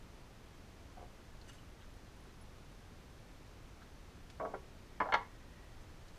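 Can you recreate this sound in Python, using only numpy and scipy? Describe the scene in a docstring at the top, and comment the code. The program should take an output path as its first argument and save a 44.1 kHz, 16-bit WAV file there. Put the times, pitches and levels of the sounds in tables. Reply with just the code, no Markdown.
"""At a desk in a quiet room, a hand tips pencil shavings out of a small plastic box.
Fingertips drag, squeak and scuff on the plastic, and the dry flakes slide out in faint rustles of
tiny clicks. The box is bumped dully, set down on one edge and let fall onto its base: each knock
makes box and desk ring, the box chatters and squeaks briefly, and a faint ring swells and lingers.
Then the fingers stir the heap. Behind it all the room rumbles and hisses, with whines and one pip."""
import sys
import numpy as np
from scipy import signal
from scipy.fft import rfft, irfft
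from scipy.io import wavfile

SR = 44100
rng = np.random.default_rng(int(sys.argv[2]) if len(sys.argv) > 2 else 0)


def unload_audio(sound):
    """Save the sound as a 16-bit wav file, at the path given as the first command line argument."""
    columns = np.transpose(np.atleast_2d(sound))
    # keep every value between -1 and 1, then stretch to whole-number steps
    steps = np.round(np.clip(columns, -1, 1) * 32767)
    wavfile.write(sys.argv[1], SR, steps.astype(np.int16))


N = 272538

# The tones that box and desk ring with. A ring time (t60) is the time taken to fade by 60 dB.
# (pitch [Hz], ring time [s], level bumped in the grip [dB], on an edge [dB], on the base [dB])
BOX_TONES = [(208, 0.095, -15, -14.5, -18), (278, 0.073, -10, -24, -23), (311, 0.09, -19, -19, -26),
             (383, 0.22, -12.5, -19, -30), (439.5, 0.212, -11, -11.5, -25),
             (482.5, 0.16, -11, -12.5, -15.5), (531.6, 0.143, -7, -23, -11.5), (569, 0.11, -7, -28, -11),
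             (642, 0.037, -13, -21, -16.0), (710.0, 0.095, -2.5, -10.5, -9), (775, 0.073, -3.0, -14.5, -15),
             (813, 0.067, -19, -3, -3.5), (877, 0.13, -17.5, -5, -5.5), (938.6, 0.18, -19, -15.5, -6.5),
             (1008, 0.143, -19, -2, -2.5), (1120.0, 0.151, -4.5, -8, -5.5), (1219, 0.11, -17, -12.5, -18),
             (1360, 0.063, -11.5, -10.5, 1.0), (1420, 0.047, -12.0, -6.0, -3),
             (1510, 0.042, -5.5, -16, -12.0), (1652.0, 0.12, -23, -6, -10.5),
             (1768.0, 0.083, -24.0, -8, -1), (1954.0, 0.113, -20.0, -21.0, -12.5),
             (2118, 0.039, -4, -3.5, 2.0), (2203, 0.059, -5, -13.5, -5), (2840, 0.031, -30.0, -26.0, -13),
             (3010, 0.057, -30.0, -26.0, -5), (3350, 0.083, -29, -17, -8),
             (3690, 0.05, -30.0, -20.0, -10.5), (4297, 0.051, -29, -5, -0.5), (4710, 0.099, -30.0, -9, -13),
             (5250.0, 0.042, -30.0, -1, -16.5), (6200, 0.034, -30.0, -25.0, -7)]
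# Knocks on the box. Hardness is the frequency above which a knock loses its treble.
# (time [s], level [dB], hardness [Hz], place of contact, rebounds [count])
KNOCKS = [(4.3985, -41, 1450, "grip", 0), (4.4075, -44, 1530, "grip", 0), (4.4253, -40.5, 950, "grip", 0),
          (4.4503, -39, 1440, "grip", 0), (4.470, -46, 776, "grip", 0), (4.537, -39.5, 910, "grip", 0),
          (4.5423, -42, 1640, "grip", 0), (5.0022, -30, 2280, "edge", 2), (5.055, -45, 1600, "base", 0),
          (5.069, -51, 850, "grip", 0), (5.0883, -43, 1450, "base", 0), (5.1227, -30.5, 2950, "base", 0),
          (5.1387, -31, 5530, "base", 0), (5.1411, -25.5, 3300, "base", 0), (5.2039, -50, 1000, "edge", 0)]
# The clack under each knock, made of many weaker tones: (frequency [Hz], level [dB])
CLACK_SPECTRUM = [(100, -16), (220, -9.5), (340, -11), (470, 0), (900, 3), (1400, 1), (2150, -2.5),
                  (2550, -10), (3100, -6), (4000, -12.5), (4700, -10), (5100, -12.5), (6500, -12),
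                  (7500, -27), (14000, -8.5)]
# How the box bounces and rings at each place of contact:
# (first gap [s], level change per rebound [dB], ring time the fingers leave [share])
CONTACTS = {"grip": (0.011, -0.62, 0.77), "edge": (.0099, -4, 0.64), "base": (0.015, -1, 0.89)}
# The box catches and slips on skin or desk: (start [s], length [s], level [dB], pitch [Hz])
SQUEAKS = [(.970, 0.012, -53, 755), (4.407, 0.013, -48, 1134), (4.412, 0.0484, -43.5, 636),
           (5.06, .016, -49.5, 635), (5.087, 0.05, -41.5, 773.5), (5.203, 0.028, -50.5, 995)]
# The box drags on a fingertip or the desk: (start [s], length [s], level [dB], treble cutoff [Hz])
DRAGS = [(0.966, 0.066, -58, 850), (4.473, 0.046, -54, 850), (5.023, 0.025, -50, 1200)]
# Clumps of shavings slide out and are later stirred: (peak time [s], level [dB], length [s])
RUSTLES = [(1.435, -74, .12), (1.494, -59.5, 0.045), (1.544, -64.5, 0.062), (5.82, -70, 0.039),
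           (5.905, -74, .06), (6.072, -72, 0.083), (6.17, -70, .09)]
# Resonances of the open box and the flakes in it: (pitch [Hz], width [Hz], level [dB])
HOLLOW_TONES = [(1460, 300, -2.5), (1750, 220, -4), (2870, 310, -5), (4540, 220, -9), (6140, 200, -7),
                (7420, 160, -10), (9250, 330, -18)]
# Flakes land, or the box ticks in the fingers: (time [s], level [dB], pitch [Hz], width [share of pitch])
TICKS = [(1.414, -62.5, 4430, .2), (1.484, -72, 8000, 0.54), (1.494, -71, 1750, 0.7),
         (1.489, -68, 6120, .06), (1.492, -67, 4580, .08), (1.495, -64.5, 2880, .15), (1.53, -74, 9000, .6),
         (1.584, -65.5, 2950, .2), (4.3005, -59, 2390, 1.9), (6.083, -65.5, 4650, 0.53)]
# Soft fingertip scuffs on the box: (peak time [s], level [dB], length [s], pitch [Hz], width [Hz])
SCUFFS = [(1.822, -67, .045, 3130, 1300), (1.834, -63, .04, 1550, 1000), (3.824, -60, 0.033, 1480, 400),
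          (3.826, -67, .04, 3700, 2000)]
# Fine scratching as the emptied box turns in the fingers: (peak time [s], level [dB])
SCRATCH_STROKES = [(1.95, -85), (2.14, -86), (2.24, -84), (2.61, -85.5), (2.72, -88)]
# Echoes from the walls and things around the desk: (delay [s], gain [factor])
ECHOES = [(.0031, .25), (.0094, .2)]
# How long the room rings: (frequency [Hz], ring time [s])
ROOM_RING = [(200, 0.3), (1000, 0.24), (2200, 0.26), (7000, 0.18)]
# Steady rumble and hiss of the room: (frequency [Hz], relative level [dB])
ROOM_NOISE = [(8.8, -23), (15, 2.5), (59, -3), (105, -6), (140, -9.5), (181, -11.5), (257, -13.5),
              (374, -16), (500, -18.5), (546, -19), (1300, -24), (1900, -26.5), (2190, -27.5),
              (6050, -34.5), (15300, -51)]
# Faint, steady whines in the hiss: (pitch [Hz], width [Hz], level [dB])
WHINES = [(6160, 47, -88.5), (9860, 1300, -86), (12900, 690, -87)]


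def box_knocks(clack_db=-4.5, clack_t60=0.071, build_s=0.00058,
               snap_db=-27, snap_t60=0.04, snap_top_hz=10000):
    """Each knock makes box and desk ring and clack; a softer contact leaves out the treble."""
    t, out = np.arange(SR // 4) / SR, np.zeros(N)
    hz, t60, *place_levels = np.transpose(BOX_TONES)[:, :, None]
    stagger = np.arange(len(hz))[:, None] ** 2  # the tones start out of step with each other
    waves = np.sin(2 * np.pi * hz * t + stagger)
    rings = {}  # the place of contact decides which tones sound, and how much the fingers damp them
    for (place, (*_, ring_share)), levels in zip(CONTACTS.items(), place_levels):
        tones = waves * amp(levels - 60 * t / (t60 * ring_share))
        rings[place] = hit_at_level(tones.sum(0), 0)
    build = 1 - np.exp(-t / build_s)  # the shaking takes a moment to spread over the desk
    for knock in KNOCKS:
        for s, db, hard_hz, place in chatter(*knock):
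            clack = shaped_noise(CLACK_SPECTRUM, len(t)) * fade(t, clack_t60)
            body = build * (rings[place] + hit_at_level(clack, clack_db))
            add(out, s, hit_at_level(lowpass(body, hard_hz, order=4), db))
            snap = rng.standard_normal(len(t)) * fade(t, snap_t60)  # bright tick of plastic on the desk
            snap = lowpass(snap, snap_top_hz, order=6)
            add(out, s, hit_at_level(lowpass(snap, hard_hz, order=2), db + snap_db))
    return out


def chatter(s, db, hard_hz, place, rebounds, gap_share=0.7, hard_share=0.94):
    """Gives a knock and its rebounds, each sooner, weaker and softer than the one before."""
    gap_s, step_db, _ = CONTACTS[place]
    for k in range(round(rebounds) + 1):
        yield s, db + k * step_db, hard_hz * hard_share ** k, place
        s += gap_s * gap_share ** k


def box_squeaks(waver_share=0.015, waver_hz=120, octave_db=-17):
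    """Quick sticking and slipping makes one low, slightly unsteady note with a weak octave above."""
    t, out = np.arange(SR // 10) / SR, np.zeros(N)
    for s, length, db, hz in SQUEAKS:
        waver = unit(lowpass(rng.standard_normal(len(t)), waver_hz, order=2))
        phase = 2 * np.pi * np.cumsum(hz * (1 + waver_share * waver)) / SR
        tone = unit(np.sin(phase) + amp(octave_db) * np.sin(2 * phase))
        loudness = held(0, length, rise_s=0.0025, fall_s=0.0047)[:len(t)]
        add(out, s, amp(db) * loudness * tone)
    return out


def box_drags(slips_per_s=1500, width_hz=53):
    """Many tiny slips stir the tones of the held box."""
    slips = random_slips(slips_per_s)
    body = sum(amp(grip_db) * resonate(slips, hz, width_hz) for hz, _, grip_db, *_ in BOX_TONES)
    out = np.zeros(N)
    for s, length, db, top_hz in DRAGS:
        loudness = amp(db) * held(s, length, rise_s=0.021, fall_s=0.04)
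        out += loudness * unit(lowpass(body, top_hz, order=2))
    return out


def shavings(clicks_per_s=1500, spread_db=2.8, low_hz=1400, top_hz=10000):
    """Dry flakes brush each other and the box in many tiny clicks of uneven size."""
    sizes = amp(spread_db * np.minimum(rng.exponential(1, N), 3))
    signs = rng.choice([-1, 1], N)
    clicks = sizes * signs * (rng.random(N) < clicks_per_s / SR)
    clicks -= lowpass(clicks, low_hz, order=1)  # thins out the bass
    rustle = unit(lowpass(hollow_box(clicks, direct=0.11), top_hz, order=3))
    return rustle * sum(swell(*clump) for clump in RUSTLES)


def ticks(t60=0.041):
    """A landing flake or a light tick of the box is a short burst of noise around its own pitch."""
    t, out = np.arange(SR // 10) / SR, np.zeros(N)
    for s, db, hz, width_share in TICKS:
        burst = rng.standard_normal(len(t)) * fade(t, t60)
        tick = resonate_twice(burst, hz, width_share * hz)
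        add(out, s, hit_at_level(hollow_box(tick, direct=1.0), db))
    return out


def hollow_box(x, direct):
    """The open box adds its resonances to a small sound; `direct` is the share that passes unchanged."""
    return direct * x + sum(amp(db) * resonate(x, hz, width) for hz, width, db in HOLLOW_TONES)


def finger_scuffs(slips_per_s=2500):
    """Skin slides a little on the plastic: a swell of tiny slips around one pitch."""
    slips = random_slips(slips_per_s)
    return sum(swell(s, db, length) * unit(resonate_twice(slips, hz, width))
               for s, db, length, hz, width in SCUFFS)


def fine_scratching(slips_per_s=30, unevenness=0.27, slip_t60=0.018, hz=9900, width_hz=1500):
    """The box turns in the fingers in separate, unevenly spaced slips, each a very short, high fizz."""
    gaps = np.exp(unevenness * rng.standard_normal(150)) / slips_per_s
    slip_fade = fade(np.arange(SR // 20) / SR, slip_t60)
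    slips = np.zeros(N)
    for s in np.cumsum(gaps):
        add(slips, s, slip_fade)
    fizz = unit(resonate_twice(slips * rng.standard_normal(N), hz, width_hz))
    return fizz * sum(swell(s, db, length_s=0.17) for s, db in SCRATCH_STROKES)


def lingering_ring(ring_db=-72.5, hz=1905, width_hz=87):
    """A faint ring near 1.9 kHz swells and lingers around the knocks as the box is set down."""
    loudness = amp(ring_db) * held(start_s=4.68, length_s=0.99, rise_s=0.35, fall_s=0.35)
    return loudness * narrow_noise(hz, width_hz)


def room_echo(x, tail_db=-13, gap_s=0.0065):
    """The room adds two close echoes, then a short tail whose treble dies first."""
    hz, t, spectrum = signal.stft(rng.standard_normal(SR // 2), SR, nperseg=256)
    spectrum *= fade(t, look_up(ROOM_RING, hz)[:, None])
    _, tail = signal.istft(spectrum, SR, nperseg=256)
    response = np.zeros(SR)
    add(response, gap_s, amp(tail_db) * tail / np.linalg.norm(tail))
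    for delay, gain in ECHOES:
        add(response, delay, [gain])
    return x + signal.fftconvolve(x, response)[:N]


def background(noise_db=-54.5, pip_db=-70, pip_hz=10980):
    """Room rumble and hiss with faint whines and one thin, high pip."""
    whines = sum(amp(db) * narrow_noise(hz, width) for hz, width, db in WHINES)
    steady = amp(noise_db) * shaped_noise(ROOM_NOISE, N)
    pip = amp(pip_db) * unit(np.sin(2 * np.pi * pip_hz * np.arange(N) / SR))
    pip *= held(start_s=2.408, length_s=0.022, rise_s=0.004, fall_s=0.004)
    return steady + whines + pip


def amp(db):
    """Turns decibels into a gain."""
    return 10 ** (np.asarray(db) / 20)


def unit(x):
    """Scales a sound to an average strength (rms) of 1."""
    return x / np.sqrt(np.mean(x ** 2) + 1e-20)


def hit_at_level(x, db):
    """Scales a hit so that its first hundredth of a second has the given level."""
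    return amp(db) * x / np.sqrt(np.mean(x[:SR // 100] ** 2))


def fade(t, t60):
    """A gain that drops by 60 dB every t60 seconds."""
    return amp(-60 * t / t60)


def held(start_s, length_s, rise_s, fall_s):
    """A gain that rises, holds until the length is over, then falls."""
    t = np.arange(N) / SR - start_s
    return np.clip(np.minimum(t / rise_s, 1 - (t - length_s) / fall_s), 0, 1)


def swell(peak_s, db, length_s, end_db=-18):
    """A gain with a rounded rise and fall; end_db is its level at both ends, against the peak."""
    from_peak = 2 * (np.arange(N) / SR - peak_s) / length_s
    return amp(db + end_db * from_peak ** 2)


def add(mix, s, sound):
    """Mixes a sound in at time s."""
    part = mix[round(s * SR):][:len(sound)]
    part += sound[:len(part)]


def look_up(table, hz):
    """Reads between the rows of a table, along a log-frequency axis."""
    row_hz, values = np.transpose(table)
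    return np.interp(np.log(hz + 1), np.log(row_hz + 1), values)


def random_slips(per_s):
    """Tiny clicks of random size at random times."""
    return rng.standard_normal(N) * (rng.random(N) < per_s / SR)


def shaped_noise(spectrum, size):
    """Noise of strength 1 with the given spectrum."""
    gains = amp(look_up(spectrum, np.fft.rfftfreq(size, 1 / SR)))
    return unit(irfft(rfft(rng.standard_normal(size)) * gains, size))


def narrow_noise(hz, width_hz):
    """Noise of strength 1 around one pitch."""
    return unit(resonate(rng.standard_normal(N), hz, width_hz))


def lowpass(x, hz, order):
    """Turns down the treble above hz; a higher order cuts more steeply."""
    return signal.sosfilt(signal.butter(order, min(hz, SR / 2 - 100), fs=SR, output="sos"), x)


def resonate(x, hz, width_hz):
    """One resonance: keeps the sound near hz and turns down the rest."""
    return signal.lfilter(*signal.iirpeak(min(hz, SR / 2 - 100), hz / width_hz, fs=SR), x)


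def resonate_twice(x, hz, width_hz):
    """The same resonance twice over, for a clearer pitch."""
    return resonate(resonate(x, hz, width_hz), hz, width_hz)


def scene():
    """Box, shavings and fingers sound in the room, over its steady noise, in one channel."""
    box = box_knocks() + box_drags() + box_squeaks()
    small_sounds = shavings() + ticks() + finger_scuffs() + fine_scratching()
    return (room_echo(box + small_sounds) + background() + lingering_ring())[None]


def record(dry):
    """Cuts off the very highest treble."""
    treble_cut = signal.firwin(511, cutoff=15400, window=("kaiser", 9), fs=SR)
    return signal.oaconvolve(dry, treble_cut[None], "same")


dry = scene()
out = record(dry)
unload_audio(out)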